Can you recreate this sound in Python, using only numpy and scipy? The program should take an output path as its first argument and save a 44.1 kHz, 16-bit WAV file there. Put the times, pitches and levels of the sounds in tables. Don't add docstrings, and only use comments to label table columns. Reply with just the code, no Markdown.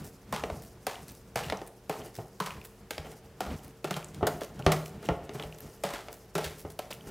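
import sys
import numpy as np
from scipy import signal
from scipy.fft import rfft, irfft, next_fast_len
from scipy.io import wavfile
from scipy.ndimage import uniform_filter1d, map_coordinates

SR = 44100
rng = np.random.default_rng(int(sys.argv[2]) if len(sys.argv) > 2 else 0)


def int16_out(signal):
    q = np.round(np.clip(np.atleast_2d(signal).T, -1, 1) * 32767)
    wavfile.write(sys.argv[1], SR, q.astype(np.int16))


def rack_gain(trim_db):
    fader = np.asarray(trim_db, float)
    return 10 ** (fader / 20)


N = 313110

# [f/Hz, level/dB]
ROOM_AIR = [(15, -54), (25, 3.5), (49, 12.5), (84, -3), (123, -5.5), (145, -22), (195, -3.5), (317, -23.5),
            (451, -6.5), (641, -10.5), (12900, -34.5), (16000, -34)]
# [f/Hz, level/dB rms]
FRIDGE_HUM = [(118.4, -62), (199.2, -67), (269.2, -71), (371.4, -66.5), (452.2, -65.5)]
# [t/s of full weight, squelch level/dB, pot stirred level/dB, board rocked level/dB]
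PUSHES = [(0.0, -54, -50.5, -37.5), (0.529, -52, -52, -34), (1.029, -55.5, -61, -39.5),
          (1.532, -58.5, -66, -38), (1.992, -51.5, -41.5, -43), (2.581, -60.5, -46.5, -48),
          (3.051, -56, -40, -43), (3.558, -58, -53, -35.5), (4.11, -63, -53, -47), (4.36, -60, -45, -42),
          (4.66, -66, -45, -41), (5.1, -63, -36.5, -34.5), (5.42, -57, -43.5, -41),
          (5.669, -55, -48.5, -45.5), (6.119, -58.5, -53, -48.5), (6.53, -55, -50, -45),
          (7.08, -54.5, -43, -40.5)]
# [squelch, pot, board], each in dB/s
BUILD_RATES = [110, 145, 57]
# [squelch, pot, board], each in dB/s
EASE_RATES = [39, 74, 114.5]
# [f/Hz, level/dB]
FIZZ_COLOUR = [(500, 21), (1200, 5), (2500, -19), (5000, 10), (9000, 6.5), (14000, 5), (15900, -2)]
# [f/Hz, width/Hz, level/dB]
POT_MODES = [(344, 350, -2), (431.8, 36, 9), (607, 76, -3.5), (928, 250, -4), (994, 80, -6),
             (1394, 140, -10), (1810, 104, -10), (2210, 350, -15), (2900, 400, -14.5)]
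# [f/Hz, width/Hz, level/dB]
BOARD_MODES = [(70.6, 45, -4.5), (152.3, 11.4, -1), (197, 34.6, -6.5)]
# [t/s, peak level/dB, f/Hz]
THUDS = [(0.325, -31.5, 197), (0.441, -43, 53.8), (0.508, -31, 70.0), (0.558, -39, 129), (0.0, -39, 152),
         (1.353, -34.5, 128), (1.52, -37, 193), (1.891, -36.5, 156), (2.175, -35, 120), (2.402, -31, 183),
         (2.981, -30.5, 73), (3.408, -39, 195), (3.463, -32, 67.3), (3.539, -54, 67), (3.846, -38, 153),
         (3.905, -29.5, 184), (3.958, -33.5, 148), (4.217, -25.5, 96), (4.589, -32, 131),
         (4.657, -13, 83.4), (4.719, -27, 167), (5.083, -23.5, 161), (5.1, -22, 73.4), (5.341, -32.5, 141),
         (5.44, -32, 60), (5.84, -32.5, 192), (5.922, -40, 51.1), (6.349, -29.5, 166), (6.451, -32.5, 75),
         (6.637, -34, 82)]
# [t/s, peak level/dB, f/Hz, length/s]
SQUIRTS = [(0.045, -37, 11800, 0.075), (0.52, -56, 4380, 0.04), (0.552, -61, 8580, 0.05),
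           (0.628, -39, 11200, 0.068), (1.086, -36.5, 7100, 0.067), (1.15, -43, 7420, 0.062),
           (1.665, -38, 10100, 0.052), (2.06, -41, 12200, 0.046), (2.146, -35, 6600, 0.11),
           (2.646, -32.5, 13100, 0.048), (3.118, -39.5, 7340, 0.048), (3.634, -40, 13500, 0.075),
           (4.142, -33.5, 4100, 0.051), (4.428, -32, 4610, 0.056), (4.595, -36.5, 4940, 0.086),
           (4.852, -34.5, 7000, 0.085), (5.048, -35, 4670, 0.065), (5.341, -38.5, 7260, 0.083),
           (5.587, -38.5, 12600, 0.033), (6.124, -32.5, 13300, 0.1), (6.438, -31, 4800, 0.091),
           (6.527, -41, 2500, 0.07), (6.588, -38, 12900, 0.059), (6.7, -39, 7930, 0.067),
           (6.914, -31, 2800, 0.029), (6.933, -30.5, 11100, 0.045), (1.435, -30.5, 1490, 0.14)]
# [t/s, peak level/dB, f/Hz]
SNAPS = [(0.9558, -34, 2750), (1.093, -39, 4970), (1.1188, -35.5, 13600), (1.4437, -31.5, 2600),
         (1.572, -35, 6100), (1.5914, -44, 2630), (1.606, -48, 2620), (1.6745, -36, 10300),
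         (2.018, -39, 3120), (2.5064, -29, 2540), (2.615, -39.5, 2500), (3.5059, -43, 3030),
         (3.5927, -48, 2950), (3.68, -43, 11700), (3.9412, -27.5, 3300), (4.028, -37, 2500),
         (4.0448, -30.5, 7550), (4.086, -40, 7140), (4.6234, -37, 3150), (4.8598, -36, 2500),
         (5.061, -39, 3180), (5.3973, -29.5, 3170), (5.4248, -31, 2800), (5.5252, -38.5, 2730),
         (5.547, -42, 5990), (5.6053, -35, 12800), (5.9554, -37, 3470), (6.625, -50, 6000),
         (6.927, -27.5, 2650), (7.009, -42, 2900)]
# [f/Hz, level/dB]
SPLASH_COLOUR = [(600, -10), (1500, 12.5), (3000, 8.5), (8000, 3.5), (15500, 0), (16400, -33)]
# [t/s, peak level/dB, main ring f/Hz, splash level/dB, squeeze level/dB]
SLAPS = [(0.325, -20.5, 866, -2.5, -10.5), (0.867, -20, 806, 0, -18.5), (1.357, -19.5, 620, -2, -13.5),
         (1.895, -20, 730, -5.5, -17), (2.401, -20.5, 1050, -3.5, -15.5), (2.907, -28.5, 444, 5, -21.5),
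         (3.405, -21.5, 760, -3.5, -17), (3.843, -20, 408, -6, -17), (3.908, -23, 430, 0.5, -18),
         (5.836, -19, 725, -6, -12.5), (5.904, -31, 920, -0.5, -14), (5.936, -29, 413, 0, -11.5),
         (6.352, -20, 386, -3.5, -15.5), (6.38, -22, 463, -2, -16.5), (6.79, -24, 680, -1, -23.5)]
# [t/s, peak level/dB, main ring f/Hz, splash level/dB, squeeze level/dB]
PRESSES = [(2.46, -28, 1030, 0.5, -13), (3.462, -34, 603, -7, -12), (3.964, -29, 584, 1, -15),
           (4.268, -19, 730, 0, -26), (4.408, -41, 547, 5, -18), (4.593, -31.5, 390, -13, -24),
           (4.718, -18, 730, 0.5, -19), (5.026, -37.5, 394, -6, -10), (5.347, -33, 343, -7.5, -5),
           (5.382, -43, 1300, -14, -2), (5.413, -47, 1270, -10, -22), (6.442, -32.5, 680, 6.5, -12.5),
           (6.905, -33.5, 550, -4, -26)]
# [t/s, peak level/dB, main ring f/Hz, click level/dB, damping t60/s]
KNOCKS = [(0.437, -21, 640, -3.5, 0.014), (0.5, -24.5, 655, -8.5, 0.043), (1.484, -45, 420, 9, 0.087),
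          (1.499, -32, 527, 10, 0.1), (1.523, -19.5, 714, -3.5, 0.066), (1.616, -28, 407, -8, 0.05),
          (2.187, -26.5, 420, -21, 0.041), (2.98, -29.5, 640, 1, 0.018), (3.067, -42.5, 430, 2, 0.059),
          (4.209, -30, 685, -24, 0.13), (4.228, -14, 400, -25, 0.032), (4.417, -26, 510, -4, 0.019),
          (4.664, -10.5, 422, -4, 0.24), (5.088, -15, 450, -8, 0.1), (5.293, -34.5, 430, 1.5, 0.042),
          (5.398, -34, 640, 3.5, 0.19), (5.435, -34.5, 596, -1.5, 0.046), (6.084, -34.5, 690, -1, 0.099),
          (6.65, -27.5, 410, -21, 0.065), (7.071, -40, 350, -6, 0.081)]
# [f/Hz, t60/s]
KITCHEN_DECAY = [(150, 0.53), (700, 0.56), (3000, 0.31), (12000, 0.48)]
# [f/Hz, level/dB]
PREAMP_HISS = [(30, 14), (200, -3.5), (1000, -3), (15500, -7.5), (16000, -30)]


def unit(x):
    return x / np.sqrt(np.mean(x ** 2) + 1e-20)


def along(points, hz):
    f, v = np.transpose(points)
    return np.interp(np.log(hz + 1), np.log(f + 1), v)


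def wobble(rate):
    knots = rng.standard_normal(int(N * rate / SR) + 4)
    return map_coordinates(knots, [np.arange(N) * rate / SR])


def filtered(x, response):
    m = next_fast_len(x.shape[-1] + 8192)
    return irfft(rfft(x, m) * response(np.fft.rfftfreq(m, 1 / SR)), m)[..., :x.shape[-1]]


def modes(table):
    def response(f):
        total = 0
        for k, (centre, width, db) in enumerate(table):
            damping = 1j * f * width
            total = total + (-1) ** k * rack_gain(db) * damping / (centre ** 2 - f ** 2 + damping)
        return total
    return response


def colour(points):
    return lambda hz: rack_gain(along(points, hz))


def add(track, s, sound, db):
    track[round(s * SR):][:len(sound)] += rack_gain(db) * sound / np.abs(sound).max()


def lumpy(size, depth_db):
    return rack_gain(depth_db * unit(uniform_filter1d(rng.standard_normal(size), size=120)))


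def patchy(wide, long, deep_db):
    z = signal.stft(rng.standard_normal(N), nperseg=128)[2]
    field = uniform_filter1d(rng.standard_normal(z.shape), int(wide), 0)
    field = uniform_filter1d(field, int(long), 1)
    return unit(signal.istft(z * rack_gain(deep_db * unit(field)), nperseg=128)[1][:N])


def pot(ring_hz, dull_hz, upper_db):
    spot = modes([(ring_hz, 0.4 * ring_hz, 0), (1350, 500, upper_db)])
    body = modes(POT_MODES)
    body_gain = rack_gain(-8.5 * max(np.log2(ring_hz / 500), 0))

    def response(f):
        rings = spot(f) + body_gain * body(f)
        return rings / (1 + 1j * f / dull_hz) ** 2 * (1j * f / (250 + 1j * f)) ** 2
    return response


def background():
    t = np.arange(N) / SR
    air = unit(filtered(rng.standard_normal(N), colour(ROOM_AIR)))
    out = rack_gain(-55.5 + 0.48 * wobble(1.02)) * air
    for hz, db in FRIDGE_HUM:
        level = np.sqrt(2) * rack_gain(db + 0.5 + 1.1 * wobble(29))
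        drift = np.cumsum(3 * wobble(6.7)) / SR
        out += level * np.sin(2 * np.pi * (hz * t + drift))
    return out


def mash():
    t = np.arange(0, N + 256, 256) / SR
    build, ease = np.array([BUILD_RATES, EASE_RATES])[:, :, None]
    weight = 0
    for s, *db in PUSHES:
        away = np.where(t < s, build * (s - t), ease * (t - s))
        weight = weight + rack_gain(np.array(db)[:, None] - away)
    squelch, shake, rock = [np.interp(np.arange(N) / SR, t, w) for w in weight]
    fizz = rack_gain(3 * wobble(40)) * patchy(8.1, 1.6, deep_db=4.0)
    wet = unit(filtered(fizz, colour(FIZZ_COLOUR)))
    stirred = unit(filtered(rack_gain(3.8 * wobble(40)) * rng.standard_normal(N), modes(POT_MODES)))
    rocked = unit(filtered(rack_gain(4.8 * wobble(17)) * rng.standard_normal(N), modes(BOARD_MODES)))
    return squelch * wet + rack_gain(-5) * (shake * stirred + rock * rocked)


def thuds():
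    out, t = np.zeros(N + SR), np.arange(SR // 2) / SR
    for s, db, hz in THUDS:
        t60 = 0.15 * 2 ** ((-40.5 - db) / 18)
        bump = np.sin(2 * np.pi * hz * t) * rack_gain(-60 * t / t60) * (1 - np.exp(-t / 0.003))
        note = 0.2 * np.sin(2 * np.pi * 155 * t + rng.random()) * rack_gain(-60 * t / 0.52)
        add(out, s + 0.0074, bump + note, db)
    return out[:N]


def squirts():
    out, t = np.zeros(N + SR), np.arange(SR // 8) / SR
    for s, db, hz, length in SQUIRTS:
        swell = np.sin(np.pi * np.clip(t / min(length, 0.12), 0, 1) ** 0.42) ** 2
        burst = rng.standard_normal(len(t)) * swell * lumpy(len(t), depth_db=6.5)
        splash = unit(filtered(burst, colour(SPLASH_COLOUR)))
        pitched = unit(filtered(burst, modes([(hz, 1.35 * hz, 0)])))
        add(out, s - 0.008, 0.71 * splash + pitched, db)
    return out[:N]


def snaps():
    out, t = np.zeros(N + SR), np.arange(SR // 8) / SR
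    pops = []
    for push_s, *_ in PUSHES:
        for late, soft, high in rng.random((3, 3)):
            pops.append((push_s + 0.16 * late, -54 - 8 * soft, 3000 * 2 ** (1.4 * high)))
    for s, db, hz in SNAPS + pops:
        burst = rng.standard_normal(len(t)) * rack_gain(-60 * t / 0.009)
        band = modes([(hz, 0.42 * hz, 0)])
        splash = unit(filtered(burst, colour(SPLASH_COLOUR)))
        pitched = unit(filtered(burst, lambda f: band(f) ** 2))
        add(out, s, 0.46 * splash + pitched, db)
    return out[:N]


def blows(table, t60):
    out, t = np.zeros(N + SR), np.arange(SR // 3) / SR
    splash_colour = colour(SPLASH_COLOUR)
    rise = 1 - np.exp(-t / 0.00088)
    push = 5 * t / 0.0014 * np.exp(-t / 0.00032)
    push = np.pad(push, (70, 0))[:len(t)]
    for s, db, ring_hz, splash_db, squeeze_db in table:
        ragged = rng.standard_normal((2, len(t)))
        squeeze = rise * lumpy(len(t), depth_db=3.0) * rack_gain(squeeze_db - 60 * t / 0.4)
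        squeeze /= 1 + (t / 0.72) ** 4
        strike = (1 - np.exp(-t / 0.0032)) * rack_gain(-60 * t / t60)
        force = push + ragged[0] * (strike + squeeze)
        add(out, s, filtered(force, pot(ring_hz, dull_hz=2500, upper_db=-10)), db)
        splash = filtered(ragged[1], splash_colour) * rise * rack_gain(-60 * t / (0.61 * t60))
        ooze = filtered(ragged[1, ::-1] * squeeze, lambda f: splash_colour(f) / (1 + 1j * f / 6000))
        add(out, s, splash + rack_gain(1.5) * ooze, db + splash_db)
    return out[:N]


def knocks():
    out, t = np.zeros(N + SR), np.arange(SR // 3) / SR
    push = 7 * rack_gain(-60 * t / 0.0023) * (1 - np.exp(-t / 0.00037))
    tick = rack_gain(-60 * t / 0.011) * (1 - np.exp(-t / 0.00047))
    click_hz = 1980
    steel = modes([(click_hz, 0.9 * click_hz, 0)])
    for s, db, ring_hz, click_db, t60 in KNOCKS:
        ragged = rng.standard_normal((2, len(t)))
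        wake = lumpy(len(t), depth_db=1.0) * (rack_gain(-60 * t / t60) + rack_gain(-6.5 - 60 * t / 0.34))
        force = push + ragged[0] * wake
        add(out, s, filtered(force, pot(ring_hz, dull_hz=1930, upper_db=-19)), db)
        edge = ragged[1] * (tick + rack_gain(-26) * wake)
        click = filtered(edge, lambda f: steel(f) / (1 + 1j * f / 7000) ** 2)
        add(out, s, click, db + click_db)
    return out[:N]


def kitchen(x):
    out, step = np.zeros(N + 2 * SR), SR // 4
    for start in range(0, N, step):
        hz, t, z = signal.stft(rng.standard_normal(SR // 2), SR, nperseg=256)
        decay = rack_gain(-60 * t / along(KITCHEN_DECAY, hz)[:, None])
        tail = signal.istft(z * decay, SR, nperseg=256)[1]
        wet = signal.fftconvolve(x[start:start + step], tail / np.linalg.norm(tail))
        out[start + 200:][:len(wet)] += wet
    return out[:N]


def scene():
    hits = thuds() + squirts() + snaps() + knocks()
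    hits += blows(SLAPS, t60=0.032) + blows(PRESSES, t60=0.078)
    steady = background() + mash() + rack_gain(-9.5) * kitchen(hits)
    mid = hits + filtered(steady, lambda hz: hz < 15850)
    return np.array([mid, mid])


def roll_off(x):
    return signal.sosfilt(signal.butter(12, 16640, fs=SR, output="sos"), x)


def record(dry):
    hiss = rack_gain(-72) * unit(filtered(rng.standard_normal(N), colour(PREAMP_HISS)))
    wired = filtered(dry, lambda hz: (1j * hz / (35 + 1j * hz)) ** 3) + [hiss, -hiss]
    mix = filtered(wired, lambda hz: hz < 16560)
    return roll_off(mix)


dry = scene()
out = record(dry)
int16_out(out)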